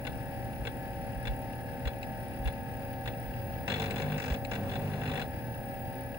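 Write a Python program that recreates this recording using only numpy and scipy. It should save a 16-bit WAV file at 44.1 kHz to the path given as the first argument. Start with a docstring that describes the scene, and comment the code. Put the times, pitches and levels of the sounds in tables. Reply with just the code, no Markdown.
"""An old computer heard from close by. From the start a motor turns (whine, brush noise, a bright tick
each turn), the disk ticks, the picture tube whistles and the mains hums over the rush of case and room.
For three seconds the disk head steps one track at a time; soft low bumps come and go, and from 2 s
something small clicks now and then. At 3.7 s and 4.5 s the head makes two long runs across the disk
(seeks): its stepper motor growls, and its carriage rasps where it binds. Then the machine idles."""
import sys
import numpy as np
from scipy.fft import rfft, irfft, next_fast_len
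from scipy.io import wavfile
from scipy.ndimage import map_coordinates

SR = 44100
rng = np.random.default_rng(int(sys.argv[2]) if len(sys.argv) > 2 else 0)


def store_wav(level_fs):
    """Save 16-bit WAV to argv[1]."""
    pcm = np.round(np.clip(np.atleast_2d(level_fs), -1, 1) * 32767)
    wavfile.write(sys.argv[1], SR, pcm.T.astype(np.int16))


N = 272538
TIME = np.arange(N) / SR
STEP_S, DISK_TURN_S = .02003, .20045  # time between seek steps, time for one disk turn

# the two seeks: start t/s, stop t/s, smooth-step rattle level/dB, growl level/dB (both relative)
SEEKS = [(3.678, 4.351, -43.5, -42.5), (4.513, 5.227, -50.5, -44)]
# how far a wave at the left microphone port is ahead of the right: f/Hz, lead/rad
LEFT_LEAD = [(0, 0), (40, -.7), (130, -.6), (200, 0), (900, 0), (1600, -.9), (2200, -1.9), (3000, -3.4),
             (5860, -10.4), (9560, -16.1), (15600, -25)]


def amp(db):
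    """Turn decibels into a factor to multiply by."""
    return 10 ** (np.asarray(db) / 20)


def along(points, hz):
    """Read a curve of (frequency, value) points at hz, on a log frequency axis."""
    f, value = np.transpose(points)
    return np.interp(np.log(hz + 1), np.log(f + 1), value)


def wobble(rate):
    """A smooth random curve through `rate` new values a second."""
    coarse = TIME[::32]
    values = rng.standard_normal(int(N * rate / SR) + 4)
    return np.interp(TIME, coarse, map_coordinates(values, [coarse * rate]))


def noise(db):
    """Two unrelated white noises at a level that may change over time."""
    return amp(db) * rng.standard_normal((2, N))


def filtered(x, response):
    """Scale and delay each frequency of x as response(hz) says."""
    size = next_fast_len(N + SR // 2)
    return irfft(rfft(x, size) * response(np.fft.rfftfreq(size, 1 / SR)), size)[..., :N]


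def ringing(table):
    """The response of a part that rings at each row's (frequency, width, relative level)."""
    return lambda hz: sum((-1) ** k * amp(db) * 1j * hz * width / (f * f - hz * hz + 1j * hz * width)
                          for k, (f, width, db) in enumerate(table))


def ringing_between(table, low_hz, high_hz):
    """The same ringing, fading steeply below low_hz and above high_hz."""
    return lambda hz: ringing(table)(hz) / (1 + (hz / high_hz) ** 16 + (low_hz / (hz + 1)) ** 8)


def at_mic(pair, colour):
    """Shape two noises by `colour` (tone, not level) and blend them into the two microphone ports."""
    # how alike left and right are: f/Hz, likeness/0-1
    likeness = [(30, 0.35), (100, 0.7), (300, 0.99), (800, 0.55), (2000, 0.6), (5000, 0.36), (9000, 1),
                (14000, 1)]
    # how much louder the left is: f/Hz, left minus right/dB
    balance = [(60, 2.5), (200, -2), (500, 6), (850, 3.5), (1290, 4.5), (2000, 8.5), (2800, 9), (3600, 2.5),
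               (5000, 5), (6500, -1.5), (15000, 1.5)]

    def response(hz):
        angle = np.arccos(np.clip(along(likeness, hz), 0, 1)) / 2
        blend = np.array([[np.cos(angle), np.sin(angle)], [np.cos(angle), -np.sin(angle)]])
        lead = np.interp(hz, *np.transpose(LEFT_LEAD))
        left = amp(along(balance, hz) / 2) * np.exp(.5j * lead)
        return colour(hz) * blend * [[left], [1 / left]]
    power = np.mean(np.abs(colour(np.fft.rfftfreq(8192, 1 / SR))) ** 2)
    return filtered(pair, response).sum(axis=1) / np.sqrt(power)


def track_steps():
    """Six track changes, one every third disk turn: a soft contact, then a harder one."""
    # the two contacts: rattle level/dB, treble share/dB, brightness/dB, slide length/s
    soft = (-41, -21, 0, .007)
    hard = (-36.5, -18, 4.5, .008)
    rows = []
    for start in .068 + 3 * DISK_TURN_S * np.arange(6):
        rows += [(start - .0185, *soft), (start, *hard)]
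    return rows


def seek_steps():
    """A seek steps at a fixed rate: smoothly, except where the carriage binds and rasps."""
    # rasps: t/s, length/s, first rattle level/dB, last rattle level/dB, treble share/dB, brightness/dB
    rasps = [(3.678, .1, -31.5, -39, -17, 3), (3.798, .06, -35.5, -39, -14, 3),
             (3.958, .06, -38.5, -37, -16, 3), (4.119, 0, -39.5, -39.5, -20, 2),
             (4.179, .16, -38.5, -40, -13, 0), (4.513, .04, -36, -39, -16, -1),
             (4.693, .06, -45, -39, -19, 2), (4.914, .02, -48, -44, -26, -2),
             (5.014, .06, -43, -37.5, -21, -1), (5.094, .12, -39.5, -36, -20, 0)]
    # a smooth step: treble share/dB, brightness/dB
    smooth = (-28, -2)
    rows = []
    for start, end, smooth_db, _ in SEEKS:
        when = np.arange(start, end, STEP_S)
        rattle, treble, bright, slide_s = np.outer([smooth_db, *smooth, .0098], np.ones(len(when)))
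        for first, span, first_db, last_db, treble_db, bright_db in rasps:
            inside = np.abs(when - first - span / 2) < (span + STEP_S) / 2
            rattle[inside] = np.interp(when[inside], [first, first + span + 1 / SR], [first_db, last_db])
            treble[inside], bright[inside] = treble_db, bright_db
        late, louder, brighter = rng.standard_normal((len(when), 3)).T
        rows += zip(when + .0003 * late, rattle + .5 * louder, treble, bright + 2 * brighter, slide_s)
    return rows


def disk_head():
    """Each step strikes the head's carriage, rattles it while it slides, then stops short."""
    # the parts that ring: f/Hz, width/Hz, relative level/dB
    carriage_low = [(1540, 138, 0.5), (1986, 280, -5), (2230, 153, -1.5), (2708, 215, -2)]
    carriage_high = [(3110, 240, -9), (3462, 146, -0.5), (4096, 130, -1), (4156, 136, -3.5)]
    drive_housing = [(466, 49, 5), (762, 97, 2.5), (953, 250, -4), (1270, 280, -6.5)]
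    guide_rail = [(4800, 480, 0.5), (5600, 570, -1), (6640, 360, 0), (7540, 180, -3), (7990, 180, -1)]
    low, mid, high = np.zeros((3, 2, N + SR))
    t = np.arange(SR // 20) / SR
    repeated = rng.standard_normal((2, len(t)))  # the part of the rattle that every step shares
    attack = 1 - np.exp(-t / .00012)
    blow = 1.3 * amp(-60 * t / .0018)
    grinding_tail = amp(-9 - 60 * t / .19)
    for start, db, treble_db, bright_db, slide_s in track_steps() + seek_steps():
        slide = amp(-250 * t - 2600 * np.clip(t - slide_s, 0, 1))
        rattle = .33 * repeated + .83 * rng.standard_normal(repeated.shape)
        burst = amp(db) * attack * (blow + slide + grinding_tail) * rattle
        at = slice(round(start * SR), round(start * SR) + len(t))
        low[:, at] += burst
        mid[:, at] += burst * amp(bright_db)
        high[:, at] += burst * amp(treble_db + 1.5 - 600 * t)
    carriage = amp(-3) * at_mic(low[:, :N], ringing_between(carriage_low, 840, 4200))
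    carriage += amp(-10) * at_mic(mid[:, :N], ringing_between(carriage_high, 1200, 5750))
    housing = amp(-5.5) * at_mic(low[:, :N], ringing_between(drive_housing, 270, 1650))
    rail = at_mic(high[:, :N], ringing_between(guide_rail, 2900, 8800))
    return carriage + housing + rail


def stepper_growl():
    """During a seek the stepper shakes the frame: wavering multiples of the step rate over a rumble."""
    # the growl's tones: multiple of the step rate
    multiples = [2, 3, 4, 5, 6, 7, 8, 9, 10, 11, 12, 14, 15, 16]
    # one for each tone: relative level/dB
    tone_levels = [-1.5, -3, -2.5, -5, -16.5, -17, -12, -7.5, -12, -8.5, -13.5, -12, -9.5, -29]
    # boost of the tone at three times the step rate: t/s, level/dB
    third_boost = [(3.7, -3), (3.9, -0.5), (4.12, 5.5), (4.35, 1), (4.55, -5), (4.65, -15), (4.8, 8),
                   (5.2, 3.5)]
    # the ringing frame: f/Hz, width/Hz, relative level/dB
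    frame = [(141, 109, -5), (257, 44, -7), (450, 57, -16), (574, 120, -9.5), (890, 300, -13.5)]
    attack_s, release_s = .016, .064
    level = sum(amp(db) * np.interp(TIME, [start, start + attack_s, end, end + release_s], [0, 1, 1, 0])
                for start, end, _, db in SEEKS)
    level *= amp(-9 * np.exp(-((TIME - 4.23) / .05) ** 2))  # the growl dips briefly
    third_db = np.interp(TIME, *np.transpose(third_boost))
    tones = 0
    for multiple, db in zip(multiples, tone_levels):
        gain = amp(db + 2.6 * wobble(10) + third_db * (multiple == 3))
        phase = 2 * np.pi * (multiple * TIME / STEP_S + rng.uniform()) + .21 * wobble(6)
        tones += gain * np.sin(phase)
    rumble = at_mic(level * noise(-3), ringing(frame))
    return np.sqrt(2) * level * tones + rumble


def motor():
    """The shaft whines, the brushes pulse as it turns, the bearings hiss, and each turn gives a tick."""
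    # the whine's tones: multiple of the turning speed
    multiples = [6, 7, 8, 10, 13, 14, 15, 17, 19, 21, 22, 24, 25, 35, 41, 42, 45, 46, 49, 51, 53, 54, 61,
                 62, 67, 68, 73, 74]
    # one row for each tone: level/dB, left minus right/dB
    tone_levels = [(-61, 14.5), (-51.5, -1), (-66, -11), (-61, 5.5), (-56.5, 5.5), (-64, 3), (-49.5, 2.5),
                   (-57.5, 3.5), (-62, 3), (-49.5, -1.5), (-57, -3.5), (-56.5, 8), (-72, 19), (-76.5, -4),
                   (-78, -6), (-65.5, -2), (-62, 1.5), (-63, 11), (-70, -1), (-68, 6.5), (-66.5, 6),
                   (-72, 8), (-71, 6.5), (-74.5, 17), (-69.5, 12.5), (-71, -4.5), (-71, 15.5), (-71, -8)]
    # tone colour of the brushes and the bearings: f/Hz, relative level/dB
    brush_colour = [(1000, -73), (1200, -13), (1550, -5.5), (1680, 1), (1850, -9), (2000, -6), (2300, -9.5),
                    (2750, -10), (3200, -14), (4300, -19.5), (4900, -15), (5600, -18), (6300, -31),
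                    (7200, -54)]
    bearing_colour = [(6000, -76), (7000, -36), (8000, -11), (9200, -16), (9500, 6), (10400, -1.5),
                      (10750, -36), (11000, -6), (11500, -1), (12100, -4.5), (13000, -3.5), (13700, -36),
                      (14400, -60), (15000, -42)]
    # what the tick rings: f/Hz, width/Hz, relative level/dB
    tick_ring = [(10360, 210, -10), (10970, 180, -9.5), (10285, 110, -6.5)]
    turn_hz, first_tick_s = 37.032, .0125
    turns = turn_hz * (TIME - first_tick_s)
    sides = np.array([[.5], [-.5]])  # half up on the left, half down on the right
    whine = np.zeros((2, N))
    for multiple, (db, pan_db) in zip(multiples, tone_levels):
        lead = np.interp(multiple * turn_hz, *np.transpose(LEFT_LEAD))
        phase = 2 * np.pi * (multiple * turns + rng.uniform()) + lead * sides
        whine += np.sqrt(2) * amp(db + 1.66 * wobble(7) + pan_db * sides) * np.sin(phase)
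    pulse_db = .99 * np.cos(2 * np.pi * (turns - .4)) + .5 * np.cos(6 * np.pi * turns) + wobble(30)
    brushes = at_mic(noise(-56.5 + pulse_db), lambda hz: amp(along(brush_colour, hz)))
    bearings = at_mic(noise(-64 + 1.1 * wobble(4.15)), lambda hz: amp(along(bearing_colour, hz)))
    uneven_db = rng.normal(0, .66, int(turns[-1]) + 3)[turns.astype(int) + 1]
    since_tick = turns % 1 / turn_hz
    snap = amp(-60 * since_tick / .018)
    tail = amp(-5 - 60 * since_tick / .14)
    ticks = at_mic((snap + tail) * noise(-56 + uneven_db), ringing(tick_ring))
    return whine + brushes + bearings + ticks


def bumps():
    """Soft low bumps: a few waves that swell and fade, slightly out of step left and right."""
    # the bumps: t/s, peak level/dB, f/Hz, length/s
    events = [(0.59, -32.5, 54, 0.062), (1.156, -32, 52, 0.048), (1.241, -35, 55, .04),
              (1.272, -27, 54, 0.069), (1.849, -26, 61.4, 0.046), (2.393, -31.5, 55, 0.043),
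              (2.447, -24, 58, 0.055), (3.045, -35, 60, 0.059), (3.271, -35, 55, 0.063),
              (4.303, -23.5, 62.5, 0.043), (5.354, -37.5, 78.4, 0.046)]
    out = np.zeros((2, N + SR))
    for start, db, hz, length in events:
        t = np.arange(round(length * SR)) / SR
        skew = rng.normal(0, .3)
        wave = -np.cos(2 * np.pi * hz * (t - length / 2) + np.array([[skew], [-skew]]))
        at = round(start * SR)
        out[:, at:at + len(t)] += amp(db) * np.sin(np.pi * t / length) * wave
    return out[:, :N]


def clicks():
    """Lone dry clicks: a short burst of noise rings a small loose part."""
    # the clicks: t/s, level/dB
    events = [(2.029, -39), (3.9077, -30.5), (4.449, -36)]
    # the loose part: f/Hz, width/Hz, relative level/dB
    loose_part = [(2270, 350, 0), (2720, 300, -1), (3970, 300, -7.5), (7950, 250, -15.5)]
    fade_s = .041  # time to fall by 60 dB
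    level = sum(amp(db - 60 * np.abs(TIME - start) / fade_s) * (TIME >= start) for start, db in events)
    return at_mic(level * noise(0), ringing(loose_part))


def disk_ticks():
    """The disk turns five times a second; a faint uneven tick comes with every turn."""
    turns = (TIME - .1315) / DISK_TURN_S
    nearest = np.round(turns).astype(int)
    uneven_db = rng.normal(0, 1.4, nearest[-1] + 2)[nearest + 1]
    from_tick_s = (turns - nearest) * DISK_TURN_S
    level = amp(-52.5 + uneven_db) * np.exp(-(from_tick_s / .0027) ** 2)
    return at_mic(level * noise(0), ringing([(2740, 200, 0)]))


def mains_hum():
    """The mains supply hums on one low, wavering tone."""
    hum_hz, hum_db = 119.9, -47.5
    level = amp(hum_db + .83 * wobble(4.6))
    return np.sqrt(2) * level * np.sin(2 * np.pi * hum_hz * TIME + .31 * wobble(5))


def tube_whistle():
    """The picture tube whistles on one very high tone that slowly swells and fades."""
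    # the whistle's slow rise and fall: t/s, level/dB
    swell = [(0, -58), (.9, -57.5), (2.4, -57), (3.5, -52.5), (4.6, -54), (5, -57), (5.85, -53),
             (6.18, -55.5)]
    whistle_hz = 15602
    level_db = np.interp(TIME, *np.transpose(swell)) + 1.2 * wobble(45)
    side_db = .5 * np.array([wobble(3), wobble(3)])
    skew = .17 + .089 * wobble(3)
    phase = 2 * np.pi * whistle_hz * TIME + np.array([skew, -skew])
    return np.sqrt(2) * amp(level_db + side_db) * np.sin(phase)


def air():
    """The low rush of the case and the room."""
    # tone colour of the rush: f/Hz, relative level/dB
    colour = [(16, -55), (28, -2), (45, 1), (119, 3.5), (166, -1), (265, -4.5), (302, -7.5), (422, -15.5),
              (546, -10.5), (673, -12.5), (778, -9), (913, -21), (1040, -25.5), (1300, -29.5), (1800, -44)]
    # its slow rise and fall: t/s, level/dB
    swell = [(0, -40), (.6, -40.5), (2, -41.5), (3.5, -40.5), (5, -40.5), (6.18, -42.5)]
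    level_db = np.interp(TIME, *np.transpose(swell)) + .5 * wobble(8.3)
    return at_mic(noise(level_db), lambda hz: amp(along(colour, hz)))


def scene():
    """All the sources added up at the microphone."""
    moving_parts = disk_head() + stepper_growl() + motor() + bumps() + clicks() + disk_ticks()
    return moving_parts + mains_hum() + tube_whistle() + air()


def record(dry):
    """Cut everything above 16 kHz."""
    return filtered(dry, lambda hz: hz < 16000)


dry = scene()
out = record(dry)
store_wav(out)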